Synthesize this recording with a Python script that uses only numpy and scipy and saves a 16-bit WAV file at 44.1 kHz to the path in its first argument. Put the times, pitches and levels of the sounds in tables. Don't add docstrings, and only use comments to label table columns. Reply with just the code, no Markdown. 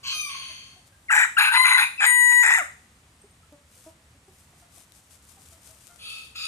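import sys
import numpy as np
from scipy import signal
from scipy.fft import rfft, irfft
from scipy.io import wavfile
from scipy.ndimage import uniform_filter1d

SR = 44100
rng = np.random.default_rng(int(sys.argv[2]) if len(sys.argv) > 2 else 0)


def store_pcm(level_fs):
    pcm = np.round(np.clip(level_fs, -1, 1) * 32767).astype(np.int16)
    wavfile.write(sys.argv[1], SR, np.atleast_2d(pcm).T)


def volts_from_db(level):
    exponent = np.asarray(level, float) / 20
    return 10 ** exponent


N = 285327
HZ = np.maximum(np.fft.rfftfreq(N, 1 / SR), 1)

# start_s, length_s, attack_s, level_db, sag_db
NEAR_HARSH = [(1.1, 0.16, .02, -23.5, 5), (1.373, .127, 0.016, -23, 8.5), (1.501, 0.084, 0.051, -23.5, 6),
              (1.642, .13, 0.0038, -24, 0), (1.77, 0.086, 0.0016, -23.5, 7), (1.997, 0.07, 0.033, -24, -1),
              (2.306, 0.032, 0.013, -31.5, 8), (2.424, 0.18, 0.0032, -25, 6),
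              (2.061, 0.14, 0.0046, -45.5, 16.5), (2.291, 0.14, 0.011, -45, 2.5),
              (1.57, .08, .01, -35.5, 0)]
NEAR_BEAT_HZ = [864, 821, 899, 1011, 853, 826, 970, 901.3, 974, 972, 1010]
# resonance_hz, width_hz, level_db
OPENING_THROATS = [
    [(3600, 74, -19.0), (5900, 160, -22.0)] + [(860, 120, -12.0), (1450, 77, 3.5), (1836, 250, -3.5), (2454, 20.0, -4.0), (6260, 53, -23.5), (7600, 180, -7.0), (9260, 69, -15.0), (10400, 29, -24.0), (12100, 190, -28.5), (14250, 72, -32.0)],
    [(878, 11, -5.5), (1120, 150, -5.5)] + [(1510, 124, 1.5), (2075, 96, -5.0), (2542, 90, -0.5), (4044, 200, -5.5), (6915, 31, -14.0), (9080, 84, -7.5), (10020, 31, -15.5), (11330, 27, -15.5), (14260, 47, -43.5)],
    [(856, 8.8, -5.5)] + [(1067, 69.0, 0.5), (1477, 25.0, 9.0), (2010, 36, 9.5), (2485, 90, 1.0), (3940, 150, -0.5), (6740, 56, -6.0), (9030, 120, -3.0), (9960, 40, -5.5), (11100, 150, -10.5), (13700, 49, -30.0)],
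]
# resonance_hz, width_hz, level_db
CLOSING_THROATS = [
    [(930, 64, -13.5), (3750, 240, -7.5)] + [(1463, 340, 9.5), (2485, 43, 6.5), (4635, 44, -8.5), (7170, 100, 1.5), (8620, 110, -2.5), (9940, 40, -14.0), (10920, 39, -10.0)],
    [(350, 110, -20.5), (815, 74, -7.0), (1430, 150, 1.0), (3600, 69, -12.0), (5320, 300, -17.5)] + [(1904, 120, 5.5), (2514, 64.0, -5.0), (6605, 32, -9.5), (7530, 46, -1.0), (8934, 80.0, -5.5), (11840, 162, -21.5), (13400, 39, -36), (14300, 37, -24.5)],
]
# resonance_hz, width_hz, level_db
LEAK_THROATS = [
    [(6700, 60, -6), (7280, 120, -1), (9200, 80, -9), (12200, 100, -14.5)],
    [(3800, 130, -9), (5190, 200, -15.5), (7500, 148, -0.5), (9100, 100, 2), (11500, 160, -12.5),
     (13000, 150, -12), (14500, 100, -14)],
    [(3950, 101, -6.5), (6900, 60, -3), (9050, 120, 4), (10000, 60, -3), (11380, 150, -6),
     (12800, 101, -16)],
]
THROAT_USED = [0, 1, 1, 2, 2, 3, 4, 4, 5, 6, 7]
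# centre_hz, width_hz
DARK_POCKETS = [(4500, 350), (8150, 340)]
# centre_hz, width_hz
MIDDLE_POCKETS = [(5800, 480), (7800, 500)]
# time_s, pitch_hz, level_db (of second partial)
NEAR_CLEAR = [
    [(1.54, 985, -28), (1.575, 1013, -22.5), (1.64, 1027, -22), (1.67, 1011, -27.5), (1.74, 1015, -26),
     (1.775, 990, -26.5)],
    [(2.062, 977, -19.5), (2.16, 976.6, -19.5), (2.21, 972, -19.5), (2.32, 970, -20), (2.418, 971, -19.5),
     (2.445, 981, -28.5)],
]
# partial, level_db
CLEAR_ORDERS = [
    [(1, -5.5), (2, -1.5), (3, -21.5), (4, -10.5), (5, -37.5), (6, -60), (7, -30.5), (8, -36), (9, -16),
     (10, -30), (11, -30)],
]
# partial, mid_level_db, change_db
HELD_ORDERS = [(1, -18.5, 2), (2, -1, 3.5), (3, -29, -0.5), (4, -27.5, -0.5), (5, -41.5, 4.5), (6, -41, 20),
               (7, -14, 3), (8, -28, -1), (9, -12.5, -15), (10, -30, -2), (11, -32, 7), (12, -27.5, -13.5),
               (13, -32.5, -4), (14, -42, 1.5), (15, -39, 17), (16, -44, 3)]
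# time_s, pitch_hz, level_db
WHISTLES = [
    [(1.084, 2350, -50.5), (1.092, 2000, -38), (1.097, 1900, -31.5), (1.101, 1450, -30.5),
     (1.107, 1280, -27), (1.112, 1600, -28), (1.119, 1700, -27)],
    [(1.366, 1650, -38), (1.371, 1420, -26), (1.375, 1320, -24), (1.378, 1550, -24.5), (1.385, 1650, -21.5),
     (1.391, 1760, -27)],
]
# partial, level_db
START_ORDERS = [(1, 2), (2, -26.5)]
# time_s, pitch_hz, level_db
SAG_OUT = [
    (2.54, 973, -37.5),
    (2.572, 877, -34),
    (2.583, 763, -30.5),
    (2.594, 740, -28),
    (2.606, 683, -32),
    (2.622, 575.4, -38),
    (2.632, 540, -54),
]
# partial, mid_level_db, change_db
END_ORDERS = [(1, -9, 4), (2, -2.5, 0.5), (3, -6.5, 23), (4, -20, 8), (5, -32, 0)]
# start_s, length_s, from_hz, to_hz, level_db
SQUEALS = [(1.372, .125, 2700, 2490, -28.5), (1.77, 0.07, 1500, 1900, -27.5),
           (1.15, 0.11, 1800, 1915, -22.5), (1.46, 0.075, 1550, 1540, -23.5),
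           (1.978, 0.034, 2640, 2450, -25), (2.005, 0.04, 1730, 1520, -21.5),
           (2.424, 0.13, 1950, 1935, -21.5), (1.099, 0.015, 3000, 2400, -24),
           (1.368, .011, 3000, 2350, -17.5), (1.11, 0.077, 1600, 1640, -28.5),
           (1.115, 0.094, 2450, 2380, -33.5), (1.768, .09, 2480, 2500, -27.5), (1.8, .08, 2500, 2450, -30),
           (1.4, 0.045, 2300, 2520, -28), (2.52, 0.067, 1800, 1820, -28), (2.535, .035, 2200, 1960, -25.5),
           (2.44, 0.089, 2450, 2430, -31.5), (2.035, 0.052, 2200, 2100, -29)]
# partial, level_db
SQUEAL_ORDERS = [(1, -4), (2, -29.5)]


def near_bird():
    rough, held = np.zeros((2, N))
    throats = OPENING_THROATS + CLOSING_THROATS + LEAK_THROATS
    for rows, k, beat_hz in zip(NEAR_HARSH, THROAT_USED, NEAR_BEAT_HZ):
        start, sound = harsh_voice(syllable(*rows), throats[k], beat_hz, jitter=.16, uneven_db=4.4,
                                   widen=2.88, breath=.035, trim_db=3)
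        bands = DARK_POCKETS + MIDDLE_POCKETS * (k in {1, 2, 7})
        add(rough, start, pockets(sound, bands))
    orders_each = CLEAR_ORDERS + [HELD_ORDERS]
    for rows, orders, waver, flutter_db in zip(NEAR_CLEAR, orders_each, (.009, .0005), (2.5, .25)):
        add(held, *clear_voice(rows, orders, waver, flutter_db))
    for rows, orders in [(w, START_ORDERS) for w in WHISTLES] + [(SAG_OUT, END_ORDERS)]:
        add(rough, *clear_voice(rows, orders, waver=.0087, flutter_db=1.0))
    for rows in SQUEALS:
        add(rough, *clear_voice(slide(*rows), SQUEAL_ORDERS, waver=.021, flutter_db=-0.5))
    return rough, held


# start_s, length_s, attack_s, level_db, sag_db
FAR_HARSH = [
    (0.028, 0.135, 0.047, -30.5, 12),
    (.285, 0.53, 0.005, -39, 27),
    (5.984, .315, 0.06, -41.5, 18),
    (6.345, 0.12, 0.014, -38, -6.5),
]
FAR_BEAT_HZ = [1094, 1061, 1261, 1269]
# resonance_hz, width_hz, level_db
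FAR_THROATS = [
    [(1440, 86, 0.0), (7360, 770, -11.0)] + [(1120, 60, -5), (2658, 76, 8.0), (3106, 21, 7.0), (4270, 170, 8.0), (6180, 210, -1.0), (11500, 72, -34), (12680, 51, -16)],
    [(1600, 180, -7), (5460, 170, -15.0)] + [(1268, 170, -9.5), (2350, 75, -18.0), (2450, 37, 6.5), (2970, 430, -2.0), (4500, 16, 4), (6170, 140, -4.0), (9500, 13, -6.0), (10940, 83, -20.5), (12700, 91, -23.5)],
    [(1200, 170, -18), (2580, 160, -9), (3340, 93, -2), (4480, 45, -3.5), (6500, 74, -19), (9400, 220, -17.5), (10100, 37, -14.5), (12500, 38, -34)],
    [(1316, 250, -14.5), (2600, 140, -5), (3510, 77, -2), (4600, 135, -3), (6960, 190, -10.5), (9350, 80, -13), (12000, 51, -22), (13320, 39, -29.5), (14300, 32, -41)],
]
# time_s, pitch_hz, level_db (of second partial)
FAR_CLEAR = [
    (.11, 1232, -42.5),
    (.15, 1241, -34),
    (.2, 1225, -34.5),
    (.25, 1188, -34),
    (.29, 1124, -46.5),
    (.36, 1107, -73),
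    (.5, 1040, -96),
]
# partial, level_db
FAR_ORDERS = [(1, -13.5), (2, -3), (3, -14), (4, -11.5), (5, -6), (6, -31), (7, -17), (8, -9), (9, -22.5),
              (10, -21.5), (11, -23.5)]
# time_s, pitch_hz, level_db
FAR_FADE = [
    (.25, 1189, -53.5),
    (.29, 1125, -46.5),
    (.33, 1098, -45),
    (.42, 1074, -56.5),
    (.52, 1030, -62),
]
# partial, level_db
FADE_ORDERS = [(1, -1.5), (2, -12), (3, -13), (4, -4)]
# time_s, resonance_hz, level_db
FAR_RINGS = [
    [(.05, 3150, -47), (.1, 3155, -39.5), (.28, 3137, -54)],
    [(.36, 4430, -50), (.55, 4400, -50.5), (.76, 4396, -63.5)],
    [(.3, 3207, -51), (.6, 3158, -53), (.72, 3140, -64)],
    [(6.0, 4446, -58), (6.05, 4480, -49.5), (6.22, 4500, -58)],
    [(6.37, 4700, -48), (6.4, 4700, -45), (6.47, 4640, -49)],
]
# time_s, pitch_hz, level_db
FAR_RETURN = [
    [(5.99, 1260, -65), (6.03, 1200, -57), (6.07, 1300, -50.5), (6.15, 1305, -46.5), (6.21, 1300, -51.5),
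     (6.28, 1270, -63)],
    [(6.35, 1290, -48.5), (6.39, 1300, -47.5), (6.43, 1290, -45), (6.47, 1290, -40.5)],
]
# partial, level_db
RETURN_ORDERS = [(1, -12), (2, -1), (4, -15.5)]


def far_bird():
    out = np.zeros(N)
    for rows, throat, beat_hz in zip(FAR_HARSH, FAR_THROATS, FAR_BEAT_HZ):
        add(out, *harsh_voice(syllable(*rows), throat, beat_hz, jitter=.075, uneven_db=3.5,
                              widen=3.1, breath=.05, trim_db=1.0))
    add(out, *clear_voice(FAR_CLEAR, FAR_ORDERS, waver=.005, flutter_db=3))
    add(out, *clear_voice(FAR_FADE, FADE_ORDERS, waver=.016, flutter_db=5))
    for rows in FAR_RINGS:
        add(out, *clear_voice(rows, SQUEAL_ORDERS[:1], waver=.008, flutter_db=5))
    for rows in FAR_RETURN:
        add(out, *clear_voice(rows, RETURN_ORDERS, waver=.018, flutter_db=5))
    return out


def harsh_voice(rows, throat, beat_hz, jitter, uneven_db, widen, breath, trim_db):
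    start, fade, (level_db,) = played(rows, fade_s=0.0089)
    run_in = 2000
    count = len(fade) + run_in
    loose = np.clip(.85 + .3 * drift(25, count), .3, 1.2)
    wander = jitter * loose * drift(400, count) + .015 * drift(30, count)
    turns = np.cumsum(beat_hz * np.exp(wander)) / SR
    closes = np.diff(np.floor(turns), prepend=0) > 0
    strong_weak_db = 1.9 * (-1) ** np.floor(turns)
    sizes = volts_from_db(uneven_db * loose * np.clip(rng.standard_normal(count), -3, 1.2) + strong_weak_db)
    source = closes * sizes + breath * rng.standard_normal(count)
    sound = 0
    for k, (hz, width_hz, db) in enumerate(throat):
        r = np.exp(-np.pi * widen * (width_hz + 40 + .012 * hz) / SR)
        pole = [(1 - r * r) / 2, 0, -(1 - r * r) / 2, 1, -2 * r * np.cos(2 * np.pi * hz / SR), r * r]
        torn = volts_from_db(3.1 * drift(37.95, count))
        ring = signal.sosfilt([pole, pole], source)
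        sound = sound + (-1) ** k * volts_from_db(db) * torn * ring
    sound = signal.sosfilt(signal.butter(2, 300, "high", fs=SR, output="sos"), sound)
    power = uniform_filter1d(sound ** 2, 500) + 1e-12
    sound = (sound / power ** .35)[run_in:]
    return start, fade * volts_from_db(level_db + trim_db) * sound / np.std(sound)


def clear_voice(rows, orders, waver, flutter_db):
    start, fade, (pitch_hz, level_db) = played(rows)
    count = len(fade)
    turns = np.cumsum(pitch_hz * (1 + waver * drift(89, count))) / SR
    share = np.linspace(-.5, .5, count)
    partials = 0
    for k, db, *change_db in orders:
        flutter = (flutter_db + .2 * max(k - 2, 0)) * drift(27, count)
        level = volts_from_db(db + sum(change_db) * share + flutter)
        partials = partials + level * np.sin(2 * np.pi * (k * turns + rng.random()))
    return start, np.sqrt(2) * fade * volts_from_db(level_db) * partials


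def syllable(s, length_s, attack_s, level_db, sag_db):
    share = np.linspace(0, 1, num=9)
    times_s = s + attack_s + (length_s - attack_s) * share
    return [(s, level_db - 13)] + list(zip(times_s, level_db - sag_db * share ** 1.87))


def slide(s, length_s, from_hz, to_hz, level_db):
    settle_s, swell_s, swell_from_db = 0.01392, 0.019, -14.5
    t = np.linspace(0, length_s, num=30)
    pitch_hz = to_hz + (from_hz - to_hz) * np.exp(-t / settle_s)
    return list(zip(s + t, pitch_hz, level_db + swell_from_db * np.clip(1 - t / swell_s, 0, 1)))


def pockets(x, bands):
    notches = [np.concatenate(signal.iirnotch(hz, hz / width_hz, SR)) for hz, width_hz in bands]
    return signal.sosfilt(notches * 2, x)


# start_s,
# length_s, # pitch_hz, level_db, open_beak_lift_db (second partial)
CLUCKS = [(0.158, 0.02, 330, -71, 9), (0.491, 0.05, 317, -73, 6), (0.76, 0.039, 365, -74, 6.5),
          (0.922, 0.087, 1610, -72, -20), (2.615, 0.031, 290, -61, -14), (2.303, 0.031, 280, -70, -6),
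          (3.238, 0.029, 406, -58.5, -17), (3.429, 0.028, 660, -77, 7.5), (3.521, 0.044, 287, -60, 0.5),
          (3.763, 0.033, 502, -72, -10), (3.862, 0.048, 318.5, -57, 3), (4.149, 0.032, 280, -67.5, -6),
          (4.279, 0.031, 374, -60, -8), (4.529, 0.019, 350, -71.5, 3.0), (4.622, 0.034, 683, -65, -7.5),
          (4.774, 0.019, 339, -71, 5.5), (5.37, 0.034, 387, -75, 10), (5.519, 0.052, 653, -67.5, -9.5),
          (5.693, 0.064, 634, -67.5, -11), (5.893, 0.071, 695, -69.5, 3.5)]
# start_s, length_s, pitch_hz, level_db
PEEPS = [
    (3.216, 0.0092, 8630, -57.5),
    (3.308, 0.02, 8600, -67),
]
UPPER_DB = [-12, -17.5, -25.5]


def small_voices():
    out = np.zeros(N)
    for s, length_s, pitch_hz, level_db, *open_db in CLUCKS + PEEPS:
        share = np.arange(round(length_s * SR)) / (length_s * SR)
        sag = 12 / pitch_hz * (.5 - share ** 2)
        turns = np.cumsum(pitch_hz * (1 + sag + .018 * drift(70, len(share)))) / SR
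        upper_db = UPPER_DB if pitch_hz < 450 else UPPER_DB[:1]
        levels_db = [level_db] + [level_db + lift + db for lift in open_db for db in [0, *upper_db]]
        partials = sum(volts_from_db(db) * np.sin(2 * np.pi * k * turns) for k, db in enumerate(levels_db, 1))
        add(out, round(s * SR), 2.33 * np.sin(np.pi * share ** 0.46) * partials)
    return out


# freq_hz, level_db_per_hz
SCRATCH_COLOUR = [(880, -6.5), (1500, -3), (1700, -13), (2380, -4.5), (4420, -3.5), (9050, 4), (10700, -2),
                  (13400, -5), (15700, -25)]
# middle_s, length_s, level_db
RAKES = [
    (.874, 0.044, -56),
    (4.78, 0.17, -52),
    (4.97, 0.089, -55.5),
    (5.13, 0.092, -54),
    (5.31, 0.093, -53),
    (5.48, 0.27, -58),
    (5.69, 0.19, -51.5),
    (5.84, 0.19, -54),
    (6.05, 0.39, -58),
]
# middle_s, length_s, level_db
SHUFFLES = [
    (3.81, 0.32, -50.5),
    (4.38, 0.35, -58.5),
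    (4.6, 0.14, -61),
    (5.35, 2.2, -58),
    (6.19, 0.36, -51.5),
]
# start_s, peak_db, left_minus_right_db
GRIT = [
    (3.2166, -58, 0),
    (3.5256, -44, -11.5),
    (4.7823, -40, 8),
    (4.921, -38.5, 25),
    (5.419, -39, 17),
    (5.487, -36, 12),
    (5.6793, -42, 3.5),
    (5.707, -36, -2.5),
    (5.8766, -33.5, 14),
]


def scratching():
    halves = np.array([[.5], [-.5]])
    hits = rng.random((2, N)) < 9000 / SR
    grains = hits * volts_from_db(2.27 * rng.exponential(1, (2, N))) * rng.standard_normal((2, N))
    grains = irfft(rfft(grains + 0.22 * grains[::-1]) * volts_from_db(at_hz(SCRATCH_COLOUR)), N)
    grains = grains * volts_from_db(1.36 * drift(35, N))
    grains = grains / np.std(grains)
    out, pebbles = np.zeros((2, N)), np.zeros((2, N))
    for strokes, pan_db in (RAKES, 10.5), (SHUFFLES, 2.5):
        for middle_s, length_s, level_db in strokes:
            start = round((middle_s - length_s / 2) * SR)
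            swell = np.sin(np.linspace(0, np.pi, round(length_s * SR)))[1:-1] ** 1.43
            level = volts_from_db(level_db - 5.5 + halves * pan_db)
            add(out, start, swell * level * grains[:, start:start + len(swell)])
    t = np.arange(300) / SR
    for s, peak_db, pan_db in GRIT:
        click = rng.standard_normal(300) * np.exp(-t / .0012)
        add(pebbles, round(s * SR), volts_from_db(peak_db - 10 + halves * pan_db) * click)
    return out + signal.sosfilt(signal.butter(2, [3000, 12000], "band", fs=SR, output="sos"), pebbles)


# freq_hz, level_db_per_hz
AIR = [(13, -41), (22, -23), (58, 1.5), (92, 2), (221, -6.5), (373, -14), (851, -13.5), (1030, -14),
       (1220, -12), (1430, -15), (1790, -14), (5370, -21), (8570, -19), (14000, -33.5), (15700, -53)]
# freq_hz, correlation
AIR_LIKENESS = [(60, .5), (130, .8), (290, 0.99), (640, 0.8), (1410, 0.09), (3100, 0.05), (6820, 0.56),
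                (15000, 0.8)]


def air():
    mid, side = rfft(rng.standard_normal((2, N))) * volts_from_db(at_hz(AIR))
    alike = np.clip(at_hz(AIR_LIKENESS), -1, 1)
    out = irfft(np.sqrt(1 + alike) * mid + np.sqrt(1 - alike) * side * [[1], [-1]], N)
    return volts_from_db(-59.5 + 0.58 * drift(1.0, N)) * out / np.std(out)


def drone():
    tone_hz, width_hz, level_db = 78.7, 9.8, -68.5
    tone = irfft(rfft(rng.standard_normal(N)) / (1 + ((HZ - tone_hz) / width_hz) ** 2), N)
    return volts_from_db(level_db) * tone / np.std(tone)


# freq_hz, lead_rad
LEAD = [(0, 0), (780, 0.2), (1890, 2.1), (3010, 1.6), (4220, 3.5), (4650, 3.5), (5170, 4.5), (6800, 6.3),
        (12300, 6.3), (12700, 3.4), (12900, 6.2), (15400, 6.5)]


def ports(*sources):
    ripple = uniform_filter1d(rng.standard_normal(len(HZ)), size=1200)
    from_hz, full_hz = 4800, 11000
    scatter_rad = 1.1 * ripple / np.std(ripple) * np.clip((HZ - from_hz) / (full_hz - from_hz), 0, 1)
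    lead = np.exp(1j * np.outer([.5, -.5], at_hz(LEAD) + scatter_rad))
    out = 0
    for x, lean in sources:
        pair = volts_from_db(np.outer([.5, -.5], at_hz(lean))) * lead
        out = out + rfft(x) * pair / np.maximum(abs(pair.mean(axis=0)), .7)
    return irfft(out, N)


# freq_hz, t60_s
YARD_T60 = [(300, 0.29), (1500, 0.29), (4000, 0.39), (12000, 0.35)]


def yard(x):
    t, tail = np.arange(SR // 2) / SR, 0
    edges_hz = [20] + [np.sqrt(a[0] * b[0]) for a, b in zip(YARD_T60, YARD_T60[1:])] + [18000]
    for (_, t60_s), low, high in zip(YARD_T60, edges_hz, edges_hz[1:]):
        sos = signal.butter(2, [low, high], "band", fs=SR, output="sos")
        band = signal.sosfilt(sos, rng.standard_normal((2, len(t))))
        decay_db = -60 * t / t60_s
        tail = tail + band * (volts_from_db(decay_db) + volts_from_db(-21.5 + decay_db / 2))
    bass = signal.butter(2, 800, fs=SR, output="sos")
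    tail[1] += signal.sosfilt(bass, tail[0] - tail[1])
    tail = tail * np.clip((t - .006) / 0.0089, 0, 1)
    return signal.fftconvolve(x[None], tail / np.sqrt(np.sum(tail ** 2) / 2))[:, :N]


def at_hz(points):
    hz, value = np.transpose(points)
    return np.interp(np.log(HZ), np.log(np.maximum(hz, 1)), value)


def played(rows, fade_s=0.0016):
    s, *columns = np.transpose(rows)
    t = np.arange(round(s[0] * SR), min(round(s[-1] * SR), N)) / SR
    fade = np.clip(np.minimum(t - s[0], s[-1] - t) / fade_s, 0, 1)
    return round(s[0] * SR), fade, [np.interp(t, s, c) for c in columns]


def add(out, start, sound):
    out[..., start:start + sound.shape[-1]] += sound


def drift(rate_hz, count):
    sos = signal.butter(2, rate_hz, fs=SR, output="sos")
    slow = signal.sosfilt(sos, rng.standard_normal(count + 8000))[8000:]
    return slow / np.std(slow)


# freq_hz, left_minus_right_db
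LEAN = [(380, 0.0), (700, 3.0), (1290, 5.5), (2380, 4.5), (3400, 0.0), (5500, 0.0), (9000, 2.5),
        (12000, 6.0)]
# freq_hz, left_minus_right_db
HELD_LEAN = [(380, 0.0), (970, 7.0), (1950, 10.0), (2900, 4.0), (3900, -4.0), (4850, 3.0), (6800, 3.5),
             (8800, 8.5)]


def scene():
    (near, held), far, small = near_bird(), far_bird(), small_voices()
    direct = ports((near + volts_from_db(-5.5) * far, LEAN), (held, HELD_LEAN)) + small * volts_from_db([[.6], [-.6]])
    thin_small = signal.sosfilt(signal.butter(2, 520, "high", fs=SR, output="sos"), small)
    wet = volts_from_db(-18) * held + volts_from_db(-7.0) * near + volts_from_db(-4) * far + volts_from_db(-3.5) * thin_small
    echoes = yard(wet) * volts_from_db([[1.5], [-1.5]])
    return direct + echoes + scratching() + air() + drone()


def low_pass(x):
    return signal.sosfilt(signal.butter(12, 15830, fs=SR, output="sos"), x)


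def record(dry):
    both = volts_from_db(1.5) * dry
    mid, side = both.mean(axis=0), (both[0] - both[1]) / 2
    side = irfft(rfft(side) * np.maximum(1 / (1 + (430 / HZ) ** 6), .14), N)
    top_cut = signal.cheby2(10, 50, 16200, fs=SR, output="sos")
    both = signal.sosfilt(top_cut, np.array([mid + side, mid - side]))
    return low_pass(both)


dry = scene()
out = record(dry)
store_pcm(out)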